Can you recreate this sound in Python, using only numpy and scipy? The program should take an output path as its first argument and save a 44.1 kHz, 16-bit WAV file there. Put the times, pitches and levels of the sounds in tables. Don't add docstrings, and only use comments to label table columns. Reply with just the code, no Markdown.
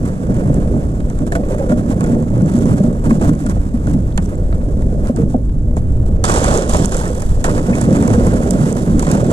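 import sys
import numpy as np
from scipy import signal
from scipy.fft import rfft, irfft, next_fast_len
from scipy.io import wavfile
from scipy.ndimage import uniform_filter1d, minimum_filter1d

SR = 44100
rng = np.random.default_rng(int(sys.argv[2]) if len(sys.argv) > 2 else 0)


def unload_wav(signal):
    wavfile.write(
        sys.argv[1],
        SR,
        np.round(np.clip(np.atleast_2d(signal).T, -1, 1) * 32767).astype(np.int16),
    )


N = 411012
HZ = np.fft.rfftfreq(next_fast_len(N + 8192), 1 / SR)

# (frequency [Hz], level under the hail [dB], undamped ring time t60 [s])
HULL_MODES = [(90, -1.5, 0.027), (115.7, -3, 0.17), (154.4, 1.5, 0.09), (189.2, 0.5, 0.12),
              (234.2, 1.5, 0.097), (289, -4, 0.11), (337.3, -9.5, 0.087), (396, 3.5, 0.027),
              (498, 0.5, 0.042), (594.8, -1.5, 0.038), (679, -11, 0.038), (793, -25.5, 0.019)]
UPPER_HZ = 385
# (time [s], level [dB], upper modes against it [dB], struck panel [Hz])
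KNOCKS = [(0.294, -5, -12, 184), (0.459, -4, -25, 134), (0.51, -6, -33, 155), (1.322, -12, 7, 148),
          (1.353, -10, 1, 282), (1.394, -7, -5, 207), (1.507, -18, 6, 145), (1.589, -23, -2, 292),
          (1.63, -22.5, 13, 290), (1.699, -7, -9, 247), (1.723, -4, 0, 233), (1.898, -3, -22, 242),
          (2.13, -3, -28, 234), (2.423, 2, -28, 190), (2.545, 1.5, -28, 220), (2.803, 1.5, -9, 176),
          (2.841, -1, -5, 235), (3.069, 0, -7, 226), (3.114, 6.5, -8, 228), (3.212, -10, 1, 230),
          (3.24, -13, 2, 159), (3.355, -13, -23, 178), (3.411, -11, -27, 273), (3.46, -14, -27, 209),
          (3.567, -10.5, 0.5, 157), (3.739, -5, -11, 226), (4.178, -18, -14, 164), (4.754, -30, -33, 213),
          (5.097, 1.5, -6, 234), (5.345, 0, -4, 241), (5.768, -21, 15, 286), (6.742, -4, -10, 178),
          (7.444, -16, -6, 270), (7.684, -3, 1, 183), (7.705, -5.5, -25, 203), (7.83, -9, -29, 198),
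          (7.874, -2.5, -27, 177), (7.93, -4, -25, 141), (7.971, -9, -25, 111), (7.985, -4, -25, 280),
          (8.006, -1, -25, 124), (8.062, -8, -25, 117), (7.912, -8.5, 3, 154), (8.178, -1, -25, 189),
          (8.193, -17, -2, 259), (8.348, -10, -25, 198), (8.505, -21, -7, 200), (8.547, -8.5, -4, 273),
          (9.15, 3.5, -5, 206)]
CONTACT_S = 0.014
PANEL_DB_PER_OCTAVE = 28
KNOCK_UNEVEN = 0.32
KNOCK_DAMPING = 0.75
# (time [s], lower hull modes [dB], upper hull modes [dB], crackle [dB], crunch [dB])
UNDERLAY = [(0, -19, -30.5, -49.5, -42.5), (.6, -18.5, -26.5, -47.5, -39.5), (1.05, -22.5, -32, -50.5, -45),
            (1.6, -21, -27.5, -48.5, -41.5), (2.5, -16, -30, -49.5, -42.5), (2.95, -20.5, -29, -50, -42.5),
            (3.3, -24, -36, -48.5, -41.5), (3.65, -23.5, -38.5, -49.5, -43), (4.4, -24, -30, -52.5, -46.5),
            (5.0, -21, -28.5, -50.5, -45), (5.5, -24.5, -39, -57, -52), (6.23, -28, -31.5, -54.5, -45.5),
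            (6.26, -18.5, -29, -27.5, -32), (6.9, -22.5, -26, -36, -35), (7.4, -26.5, -30, -43.5, -41.5),
            (7.6, -18, -27.5, -39.5, -35), (8.2, -19, -18.5, -37.5, -31.5), (8.95, -16, -26.5, -42, -38),
            (9.32, -29, -16, -35, -30)]
# (start [s], hold [s], lower modes [dB], upper modes [dB])
SHOVES = [(.29, 0.11, -17.5, -26), (.45, 0.14, -15.5, -35), (.7, 0.073, -15, -23.5),
          (1.2, 0.037, -13.5, -26), (1.32, 0.17, -27, -28), (1.49, 0.18, -39, -26), (1.69, 0.11, -15, -37),
          (1.89, 0.027, -16, -22.5), (2.0, 0.17, -16, -25), (2.33, 0.15, -16, -25.5),
          (2.55, 0.19, -10, -24), (2.79, 0.082, -15.5, -29), (3.05, .27, -11, -25),
          (3.43, 0.099, -17, -30.5), (3.72, 0.11, -22, -37), (3.86, 0.1, -12.5, -37),
          (4.17, 0.034, -16, -43), (5.15, 0.087, -12.5, -29.5), (6.08, 0.031, -24, -45),
          (6.255, 0.32, -21, -21.5), (6.46, .16, -17, -17), (6.64, 0.064, -26, -26),
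          (6.73, 0.034, -15, -27), (6.77, 0.033, -11.5, -23), (6.91, 0.077, -36, -29.5),
          (7.455, 0.12, -19.5, -24), (7.683, 0.025, -11, -19.5), (7.8, 0.12, -10, -21.5),
          (7.94, 0.17, -10, -20.5), (8.17, 0.22, -14, -32), (8.5, 0.17, -16, -35), (8.85, 0.16, -13, -28),
          (9.05, 0.38, -11, -23.5)]
SHOVE_ATTACK_S, SHOVE_T60_S = 0.012, 0.29
SWELL_SHARE, SWELL_MOST_S = .4, .035

PANEL_DB, PANEL_SAG, PANEL_SAG_S, PANEL_T60_S = -5.5, 0.11, 0.0068, 0.058
PANEL_HOLD_S = 0.011
# (time [s], level [dB], pitch [Hz], t60 [s])
RAPS = [(1.322, -16, 664, 0.064), (1.357, -12, 670, 0.1), (1.395, -21, 600, .06), (1.509, -15.5, 507, 0.13),
        (1.547, -14, 560, 0.057), (1.6, -13.5, 549, 0.18), (1.612, -18.5, 790, .04), (1.64, -17, 511, .12),
        (1.699, -12, 502, 0.1), (1.715, -14, 605, 0.18), (2.804, -8.5, 594, 0.053),
        (2.842, -20, 614, 0.076), (3.212, -23, 446, .07), (3.238, -16.5, 673, 0.09), (5.062, -26, 597, .09),
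        (5.098, -9, 554, 0.041), (5.185, -13.5, 461, 0.21), (5.342, -16, 750, 0.053), (5.35, -17, 605, 0.1),
        (5.385, -22, 520, 0.054), (6.298, -24, 606, .06), (6.415, -10.5, 510, .07), (6.48, -21, 600, .07),
        (6.52, -14, 565, 0.087), (6.555, -22, 527, 0.061), (6.59, -7, 546, .1), (6.745, -21, 630, .07),
        (6.95, -16, 494, .06), (7.48, -13, 543, 0.035), (7.575, -21, 520, .07), (7.697, -14, 593, 0.043),
        (7.913, -11, 530, 0.11), (8.16, -16, 510, 0.079), (8.195, -15, 470, .08), (8.506, -20, 600, .06),
        (8.546, -19, 610, 0.051), (9.151, -27, 552, 0.063)]
RAP_RISE_S = 0.0013

# (start [s], hold [s], crackle [dB], crunch [dB])
BREAKS = [(.05, 0.04, -42.5, -35.5), (.33, 0.082, -49, -39.5), (.52, 0.027, -48, -49),
          (1.17, 0.059, -51, -42), (1.265, 0.014, -47, -52), (1.32, 0.0074, -34, -42),
          (1.35, 0.0045, -33, -44), (1.48, 0.067, -45.5, -39), (1.57, 0.07, -47.5, -37.5),
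          (1.69, 0.033, -41, -32), (1.77, 0.026, -42.5, -37), (1.885, 0.039, -40.5, -34),
          (2.0, 0.15, -46, -38), (2.32, 0.093, -52, -40), (2.45, 0.092, -43.5, -38),
          (2.54, 0.095, -37, -34), (2.655, 0.081, -40.5, -33.5), (2.75, 0.12, -44, -39.5),
          (3.04, 0.032, -42, -33), (3.09, 0.087, -38.5, -34), (3.2, 0.092, -37, -31),
          (3.39, 0.023, -43, -43), (3.447, 0.074, -43, -37.5), (3.86, 0.081, -45.5, -39.5),
          (4.177, 0.0058, -43, -21.5), (4.22, 0.041, -46, -48), (4.285, .012, -46, -39),
          (4.32, 0.029, -50, -40), (4.525, 0.0056, -63, -36.5), (4.6, 0.014, -63, -41),
          (5.04, 0.067, -46, -38), (5.16, 0.058, -46, -36.5), (5.29, 0.046, -48.5, -48),
          (5.345, 0.0091, -58, -40), (5.765, 0.021, -43.5, -46), (6.05, 0.036, -49.5, -49),
          (6.241, 0.014, -19.5, -20.5), (6.265, 0.36, -24, -22), (6.63, 0.054, -51, -32),
          (6.68, 0.18, -28.5, -31), (6.73, 0.029, -29, -38), (6.89, .13, -33.5, -38),
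          (7.03, 0.039, -37, -31), (7.22, 0.013, -51, -36), (7.443, 0.016, -26, -20.5),
          (7.465, 0.038, -34.5, -26), (7.5, 0.073, -37, -36), (7.565, 0.024, -50, -32.5),
          (7.69, 0.0088, -40, -29), (7.74, 0.052, -38, -33), (7.8, 0.048, -34.5, -31.5),
          (7.9, 0.25, -36, -31.5), (8.25, 0.042, -38, -36), (8.33, 0.021, -40, -34),
          (8.42, 0.018, -54, -36), (8.5, 0.037, -41, -49), (8.6, 0.11, -38, -36), (8.76, 0.07, -41, -38),
          (8.86, 0.034, -55, -37), (8.996, 0.0077, -30, -28), (9.02, 0.028, -30, -36),
          (9.055, 0.14, -32, -27), (9.2, 0.069, -38.5, -39)]
BREAK_ATTACK_S, BREAK_T60_S = 0.00076, 0.071
# (frequency [Hz], level per Hz [dB])
CRACKLE_COLOUR = [(1300, -1.5), (2200, -23), (2600, -10), (3400, -7), (4200, -11), (5000, -9.5),
                  (6200, -7.5), (7000, -6.5), (7600, -4.5), (8400, -9), (10000, -14), (12100, -23.5),
                  (14200, -30), (15500, -42)]
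# (frequency [Hz], level per Hz [dB])
CRUNCH_COLOUR = [(400, -36), (700, 9), (1000, 10), (1500, 6), (2000, -1), (2800, -7.5), (4000, -43.5)]
QUIET_DB = -50
HISS_GROWTH = -.02
TOP_HZ, TOP_FROM_DB = 10500, 9
TOP_DB, TOP_LOSS = 3.5, 0.92
GURGLE_DB, GURGLE_GROWTH = -10.5, .3

# (time [s], level [dB], crunch against it [dB], plate pitch [Hz], edge against it [dB])
SNAPS = [(0.0643, -44, -17, 1410, -20), (0.3436, -31, -23, 1060, -25), (0.543, -26, -18, 1360, -27),
         (1.003, -36, -10, 1300, -8), (1.1, -31.5, -10, 910, -16), (1.1888, -29.5, -11, 1100, -21),
         (1.267, -33, -8, 910, -25), (1.3205, -25, -4, 1740, -10), (1.3523, -24.5, -1, 1474, -11),
         (1.3618, -45, -1, 1600, -12), (1.435, -49, 11, 1120, 1), (1.5204, -31, -19, 910, -10),
         (1.695, -35, -2, 1380, -9), (1.719, -31.5, -2, 1405, -21), (2.0076, -23.5, -6, 1100, -16),
         (2.0408, -22.5, -9.5, 1450, -27), (2.0615, -30, -13, 1100, -25), (2.225, -33, -6, 1000, -20),
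         (2.301, -40, -19, 1000, -18), (2.378, -35, -18, 1000, -22), (2.4199, -32.5, -11, 1000, -20),
         (2.46, -30, -18, 1000, -25), (2.5735, -38, -10, 894, -22), (2.5888, -21, -17, 1460, -28),
         (2.6567, -26, -11, 996, -23), (2.782, -33, -14, 1090, -12), (2.948, -44, -14, 1010, -22),
         (3.0944, -29, -16, 1160, -19), (3.1069, -26, 0, 1070, -26), (3.2135, -26, -11, 1290, -27),
         (3.261, -32, -3, 991, -26), (3.333, -32, -8, 1000, -20), (3.352, -33, -16, 1100, -24),
         (3.391, -44, -14, 1200, -24), (3.464, -23.5, -10.5, 1410, -19), (3.497, -25, -10, 1030, -20),
         (3.87, -32, -3, 1430, -13), (4.176, -14.5, -19, 1350, -11), (4.526, -46, -12, 2200, 2),
         (4.8208, -40.5, -3, 925, -9), (5.071, -30, -14, 1060, -10), (5.1621, -26, -24, 1050, -17),
         (5.4923, -47, -6, 950, -1.5), (5.768, -30, -5, 1060, -26), (5.922, -36.5, -15, 930, -25),
         (6.2402, -8, -11.5, 1290, -14), (6.2957, -11, -6.5, 1150, -26), (6.341, -11, -17, 1000, -26),
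         (6.386, -11, -17, 950, -29), (6.405, -19, -18, 1100, -26), (6.4435, -14, -9, 964, -28),
         (6.54, -13, -16, 1080, -25), (6.575, -6, -20, 925, -22), (6.694, -11, -20, 1140, -35),
         (6.724, -19, -14, 1030, -28), (6.733, -25, -6, 870, -22), (6.746, -18.5, -2.5, 970, -24),
         (6.77, -14, -18, 1180, -25), (6.8578, -7.5, -38, 1430, -38), (6.8934, -23, -27, 902, -17),
         (6.921, -19, -16, 1550, -23), (6.945, -16.5, -13, 1390, -27), (6.968, -17.5, -28, 1250, -34),
         (7.08, -23, -27, 982, -29), (7.1501, -25, -10, 880, -27), (7.178, -28, -20, 1000, -27),
         (7.204, -27, -20, 1000, -27), (7.2204, -18.5, -16, 1100, -37), (7.442, -10, -17.5, 1880, -14),
         (7.753, -20, -18, 990, -15), (7.8133, -14, -16, 940, -33), (7.961, -23, -9, 1010, -26),
         (8.0251, -17, -6.5, 906, -29), (8.077, -14.5, -13, 940, -23), (8.2684, -19.5, -7.5, 1030, -31),
         (8.434, -27, -25, 1000, -25), (8.5083, -10, -34, 966, -27), (8.6864, -28, -13, 1010, -22),
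         (8.727, -21, -20, 900, -26), (8.769, -26, -14, 960, -21), (8.9945, -8.5, -18.5, 1310, -19),
         (9.026, -15, -9, 970, -23), (9.0478, -30, -10, 1550, -6), (9.0676, -22, -5, 1040, -11),
         (9.115, -9, -28, 1020, -23), (9.154, -24, -9, 880, -19)]
# (frequency [Hz], level per Hz [dB])
SNAP_COLOUR = [(3000, -73), (4800, -16.5), (7500, -4.5), (10000, -13), (12500, -30), (15000, -27)]
# (frequency [Hz], level per Hz [dB])
BODY_COLOUR = [(300, -9), (600, 11.5), (1000, 0.5), (1700, -3.5), (2400, -8), (3600, -31), (8000, -53)]
# (frequency [Hz], level per Hz [dB])
EDGE_COLOUR = [(900, -55), (1500, 5), (2600, -3), (3600, -5), (4500, -5), (6500, -22), (12000, -46)]
SNAP_T60_S, SNAP_RISE_S = 0.014, 0.0017
EDGE_LASTS, PLATE_LASTS = 1.16, 2.65
SNAP_EDGE_DB = 23
CLICK_DB = 12.5
OVERTONE, OVERTONE_DB = 2.3, -21.5
# (time [s], level before PING_DB [dB])
PINGS = [(1.3218, -32), (1.3512, -34), (4.1758, -35), (6.2401, -31), (6.8562, -26), (7.2209, -31),
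         (7.4425, -26), (8.4332, -37), (8.5065, -32), (8.9939, -29), (9.1142, -16)]
PING_HZ, PING_DB = 10000, 9

# (time [s], level [dB], start pitch [Hz], rise [octaves], t60 [s])
DROP_NOTES = [(4.122, -38, 2840, 1.3, 0.017), (4.259, -27, 5900, .1, 0.01), (4.355, -22, 7360, .1, 0.0064),
              (4.526, -19, 1310, .05, 0.018), (7.01, -21, 1500, .1, .04), (7.012, -18, 870, .05, .04),
              (7.064, -24, 1800, .1, .03), (7.068, -28, 1300, .05, .04), (7.466, -24, 1300, .1, 0.04),
              (7.478, -19, 1320, .05, .035), (7.485, -11.5, 1030, 0.05, 0.033),
              (7.575, -24, 1510, .1, 0.036), (7.729, -23, 1740, .2, .03), (7.731, -25, 2530, .1, 0.028),
              (7.736, -20, 2170, .15, 0.032), (7.74, -27, 2420, .1, 0.024)]
# (time [s], rumble [dB])
WIND = [(0.0, -18.5), (0.1, -17.5), (0.21, -30), (0.26, -19), (0.98, -15), (2.65, -22.5), (3.27, -13.5),
        (3.32, -24), (3.6, -12), (3.63, -16), (5.06, -12), (5.14, -17), (5.19, -17), (6.02, -10),
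        (6.85, -15), (7.24, -16.5), (7.27, -10), (7.94, -23.5), (8.18, -11), (8.77, -28.5), (8.95, -12),
        (9.32, -25)]
# (frequency [Hz], level per Hz [dB])
WIND_COLOUR = [(15, -1), (28, -1.5), (45, -3), (70, -3.5), (100, -9), (200, -19.5), (500, -34),
               (1500, -69.5), (5000, -79.5)]

# (frequency [Hz], left minus right [dB])
PORTS = [(30, 0.4), (140, -1.5), (320, -1.5), (500, -5.5), (720, -8), (1050, -2), (1700, -5.5),
         (2600, -0.5), (3900, -2), (4800, -11), (5500, -15), (7700, -25), (9300, -17), (12000, -18),
         (15000, -22)]
# (frequency [Hz], lead of the left port [radians])
LEAD = [(0, 0), (350, -.25), (520, 0), (850, 2.0), (1100, 2.3), (2700, 2.55), (3500, 1.0), (4500, 1.1),
        (5000, 3.1), (7000, 0), (9000, -3.1), (11000, -9), (14000, -16)]
# (frequency [Hz], likeness [0-1])
ALIKE = [(30, .985), (100, .955), (300, .93), (500, .96), (1100, .97), (1700, .89), (2600, .79), (3900, .5),
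         (5500, .62), (7700, .2), (9300, .5), (12000, .2)]
CUTOFF_HZ = 15800
LIMIT_DB, RELEASE_DB_PER_S = -1, 50


def hull():
    drum_gain, upper_gain = swells(SHOVES, SHOVE_ATTACK_S, SHOVE_T60_S, in_time(UNDERLAY)[:2])
    hail = grains(500.0, spread_db=2.0, clump_db=1.0, clump_rate=22.0)
    s, level_db, knock_upper_db, panel_hz = np.transpose(KNOCKS)
    touch = np.arange(int(CONTACT_S * SR))
    at = (s * SR).astype(int)[:, None] + touch
    push = np.exp(-3 * touch / len(touch))
    lower, upper, knocks = np.zeros((3, 2, N))
    for hz, mode_db, t60 in HULL_MODES:
        drumming = from_db(mode_db) * ring(hail * rng.standard_normal((2, N)), hz, t60)
        start = rng.normal(0, .6, (len(at), 1))
        strength = from_db(level_db + rng.normal(0, 1.0, (len(at), 2)).T)[..., None]
        blow = strength * 2 * push / push.sum() * np.cos(2 * np.pi * hz * touch / SR + start)
        if hz > UPPER_HZ:
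            upper += drumming
            blow *= from_db(knock_upper_db + KNOCK_UNEVEN * mode_db - 0.5)[:, None] * push
        else:
            lower += drumming
            octaves_off = np.abs(np.log2(hz / panel_hz))
            blow *= from_db(-9.5 - PANEL_DB_PER_OCTAVE * octaves_off)[:, None]
        blows = np.zeros((2, N))
        blows[:, at] = blow
        knocks += ring(blows, hz, KNOCK_DAMPING * t60)
    grind = drum_gain * evened(lower, 0.084, 0.36) + upper_gain * evened(upper, 0.013, 0.14)
    soft = signal.butter(4, 1000.0, fs=SR, output="sos")
    return signal.sosfilt(soft, grind + knocks)


def thumps():
    out, after = np.zeros(N + SR), np.arange(SR // 6) / SR
    for s, level_db, _, panel_hz in KNOCKS:
        pitch = panel_hz * (1 + PANEL_SAG * np.exp(-after / PANEL_SAG_S))
        fall_db = 60 * np.maximum(after - PANEL_HOLD_S, 0) / PANEL_T60_S
        envelope = from_db(level_db + PANEL_DB - fall_db) * np.minimum(after / 0.0046, 1)
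        i = int(s * SR)
        out[i:i + len(after)] += envelope * np.sin(2 * np.pi * np.cumsum(pitch) / SR)
    return out[:N]


def raps():
    out, after = np.zeros(N + SR), np.arange(SR // 6) / SR
    for s, level_db, hz, t60 in RAPS:
        envelope = from_db(level_db - 60 * after / t60) * np.minimum(after / RAP_RISE_S, 1)
        i = int(s * SR)
        out[i:i + len(after)] += envelope * np.sin(2 * np.pi * hz * after)
    return out[:N]


def ice():
    crackle_gain, crunch_gain = swells(BREAKS, BREAK_ATTACK_S, BREAK_T60_S, in_time(UNDERLAY)[2:])
    white = rng.standard_normal((2, 2, N))
    fractures = grains(600.0, spread_db=2.5, clump_db=1.5, clump_rate=19.0)
    growth_db = 20 * np.log10(uniform_filter1d(crackle_gain, size=SR // 5)) - QUIET_DB
    hiss = 2.6 * from_db(HISS_GROWTH * growth_db)

    bursts = evened(white[0] * (hiss + dying(fractures, 0.021)), 0.092, 0.92)
    tinkle = rms_one(shards(fractures, 3000.0, 13100.0, cycles=27.0, tilt=-2.8))
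    tinkle_gain = from_db(-10.0 + 0.05 * growth_db)
    crackle = rms_one(colour(bursts + tinkle_gain * tinkle, CRACKLE_COLOUR))
    top = signal.sosfilt(signal.butter(4, TOP_HZ, "high", fs=SR, output="sos"), crackle)
    rest = signal.sosfilt(signal.butter(4, TOP_HZ, fs=SR, output="sos"), crackle)
    top_db = TOP_DB - TOP_LOSS * np.maximum(growth_db - TOP_FROM_DB, 0)
    crackle = rest + from_db(top_db) * top

    crunch = evened(colour(white[1] * (hiss + dying(fractures, 0.041)), CRUNCH_COLOUR), 0.1, 0.65)
    clink = rms_one(shards(fractures, 700.0, 2730.0, cycles=11.0, tilt=0.88))
    pockets = grains(150.0, spread_db=3.5, clump_db=4.0, clump_rate=12.0)
    bubbles = rms_one(shards(pockets, 410.0, 1230.0, cycles=11.0, tilt=1.8))
    gurgle = from_db(GURGLE_DB + GURGLE_GROWTH * growth_db) * bubbles
    return crackle_gain * crackle + crunch_gain * (crunch + from_db(-5.5) * clink + gurgle)


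def snaps():
    white = rng.standard_normal((2, 2, N))
    tails, clicks, edges, bodies, plates = np.zeros((5, N))
    time = np.arange(SR // 10) / SR
    for s, level_db, crunch_db, hz, edge_db in SNAPS:
        i = int(s * SR)
        after = time[:N - i]
        span = slice(i, i + len(after))
        rise = np.minimum(after / SNAP_RISE_S, 1)
        fall_db = 60 * after / SNAP_T60_S
        tails[span] += from_db(level_db - fall_db)
        clicks[i] = from_db(level_db + CLICK_DB)
        edges[span] += rise * from_db(level_db + edge_db - fall_db / EDGE_LASTS)
        bodies[span] += rise * from_db(level_db + crunch_db - fall_db / 4.8)
        note = np.sin(2 * np.pi * hz * after)
        note += from_db(OVERTONE_DB) * np.sin(2 * np.pi * OVERTONE * hz * after)
        plates[span] += rise * from_db(level_db + crunch_db - fall_db / PLATE_LASTS) * note
    tick = from_db(9.5) * colour(white[0] * tails + clicks, SNAP_COLOUR)
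    edge = from_db(SNAP_EDGE_DB) * colour(white[1] * edges, EDGE_COLOUR)
    body = from_db(16.0) * colour(white[0] * bodies, BODY_COLOUR)
    return tick + edge + body + from_db(12.0) * plates


def pings():
    clicks = np.zeros(N)
    s, level_db = np.transpose(PINGS)
    clicks[(s * SR).astype(int)] = from_db(level_db + PING_DB)
    return signal.sosfilt(signal.butter(2, PING_HZ, "high", fs=SR, output="sos"), clicks + 1e-18)


def drop_notes():
    out, after = np.zeros(N), np.arange(SR // 16) / SR
    for s, level_db, hz, rise, t60 in DROP_NOTES:
        pitch = hz * 2 ** (rise * np.minimum(after / t60 * 2, 1))
        envelope = from_db(level_db - 60 * after / t60) * np.minimum(after / 0.0011, 1)
        i = int(s * SR)
        out[i:i + len(after)] += envelope * np.sin(2 * np.pi * np.cumsum(pitch) / SR)
    return out


def wind():
    rumble_db, = in_time(WIND)
    lumps = from_db(0.58 * drift(5.5))
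    turbulence = lumps * colour(rng.standard_normal((2, N)), WIND_COLOUR)
    return from_db(rumble_db) * evened(turbulence, 0.053, 0.16)


def shards(fractures, low_hz, high_hz, cycles, tilt):
    pitches = np.geomspace(low_hz, high_hz, 10)
    dealt = rng.integers(0, 10, (2, N))
    return sum(ring(fractures * (dealt == k), hz, cycles / hz) * (low_hz / hz) ** tilt
               for k, hz in enumerate(pitches))


def grains(per_s, spread_db, clump_db, clump_rate):
    born = rng.random(N) < per_s * from_db(clump_db * drift(clump_rate)) / SR
    return born * from_db(spread_db * np.minimum(rng.exponential(1, N), 4))


def swells(rows, attack_s, t60, under_db):
    power, time = from_db(under_db) ** 2, np.arange(N) / SR
    for start, hold, *db in rows:
        swell = min(SWELL_SHARE * hold, SWELL_MOST_S)
        i, j = int((start - swell / 2) * SR), int((start + hold + t60) * SR)
        after = time[i:j] - start
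        attack = np.clip((after + swell / 2) / (attack_s + swell), 0, 1)
        release = from_db(-60 * np.maximum(after - hold, 0) / t60)
        power[:, i:j] += (from_db(db)[:, None] * attack * release) ** 2
    return np.sqrt(power)


def ring(clicks, hz, t60):
    r, w = from_db(-60 / (t60 * SR)), 2 * np.pi * hz / SR
    return signal.lfilter([0, np.sin(w)], [1, -2 * r * np.cos(w), r * r], clicks + 1e-18)


def dying(clicks, t60):
    return signal.lfilter([1], [1, -from_db(-60 / (t60 * SR))], clicks + 1e-18)


def evened(x, seconds, share):
    power = uniform_filter1d(np.mean(x ** 2, axis=0), size=int(seconds * SR)) + 1e-12
    return rms_one(x / power ** (share / 2))


def drift(rate):
    r = np.exp(-80 * np.pi * rate / SR)
    slow = signal.lfilter([1], [1, -2 * r, r * r], rng.standard_normal(N // 40 + 2002))[2000:]
    return np.interp(np.arange(N) / 40, np.arange(len(slow)), rms_one(slow))


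def colour(x, spectrum):
    size = 2 * (len(HZ) - 1)
    cepstrum = irfft(np.log(from_db(at_hz(spectrum))), size)
    cepstrum[1:size // 2] *= 2
    cepstrum[size // 2 + 1:] = 0
    return irfft(rfft(x, size) * np.exp(rfft(cepstrum)), size)[..., :N]


def at_hz(points):
    hz, value = np.transpose(points)
    return np.interp(np.log(HZ + 1), np.log(hz), value)


def in_time(rows):
    s, *columns = np.transpose(rows)
    return [np.interp(np.arange(N) / SR, s, c) for c in columns]


def from_db(db):
    return 10 ** (np.asarray(db) / 20)


def rms_one(x):
    return x / np.sqrt(np.mean(x ** 2) + 1e-20)


def limiter(sound):
    ahead = 128
    over_db = np.maximum(20 * np.log10(np.abs(sound).max(axis=0) + 1e-9) - LIMIT_DB, 0)
    ramp = RELEASE_DB_PER_S * np.arange(N) / SR
    held = np.maximum.accumulate(over_db + ramp) - ramp
    held = -minimum_filter1d(-held, size=2 * ahead + 1)
    return sound * from_db(-uniform_filter1d(held, size=ahead))


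def scene():
    return hull() + thumps() + raps() + ice() + snaps() + pings() + drop_notes() + wind()


def record(dry):
    size = 2 * (len(HZ) - 1)
    near, other = rfft(dry, size)
    left, alike = from_db(at_hz(PORTS)), at_hz(ALIKE)
    turn = np.exp(1j * np.interp(HZ, *np.transpose(LEAD)))
    left_port = left * turn * (alike * near + np.sqrt(1 - alike ** 2) * other)
    pair = np.array([left_port, near]) * 2 / (1 + left)
    sound = irfft(pair, size)[:, :N]
    sound = limiter(signal.lfilter([1, -1], [1, -.9985], sound))
    return signal.sosfilt(signal.cheby2(12, 70, CUTOFF_HZ, fs=SR, output="sos"), sound)


dry = scene()
out = record(dry)
unload_wav(out)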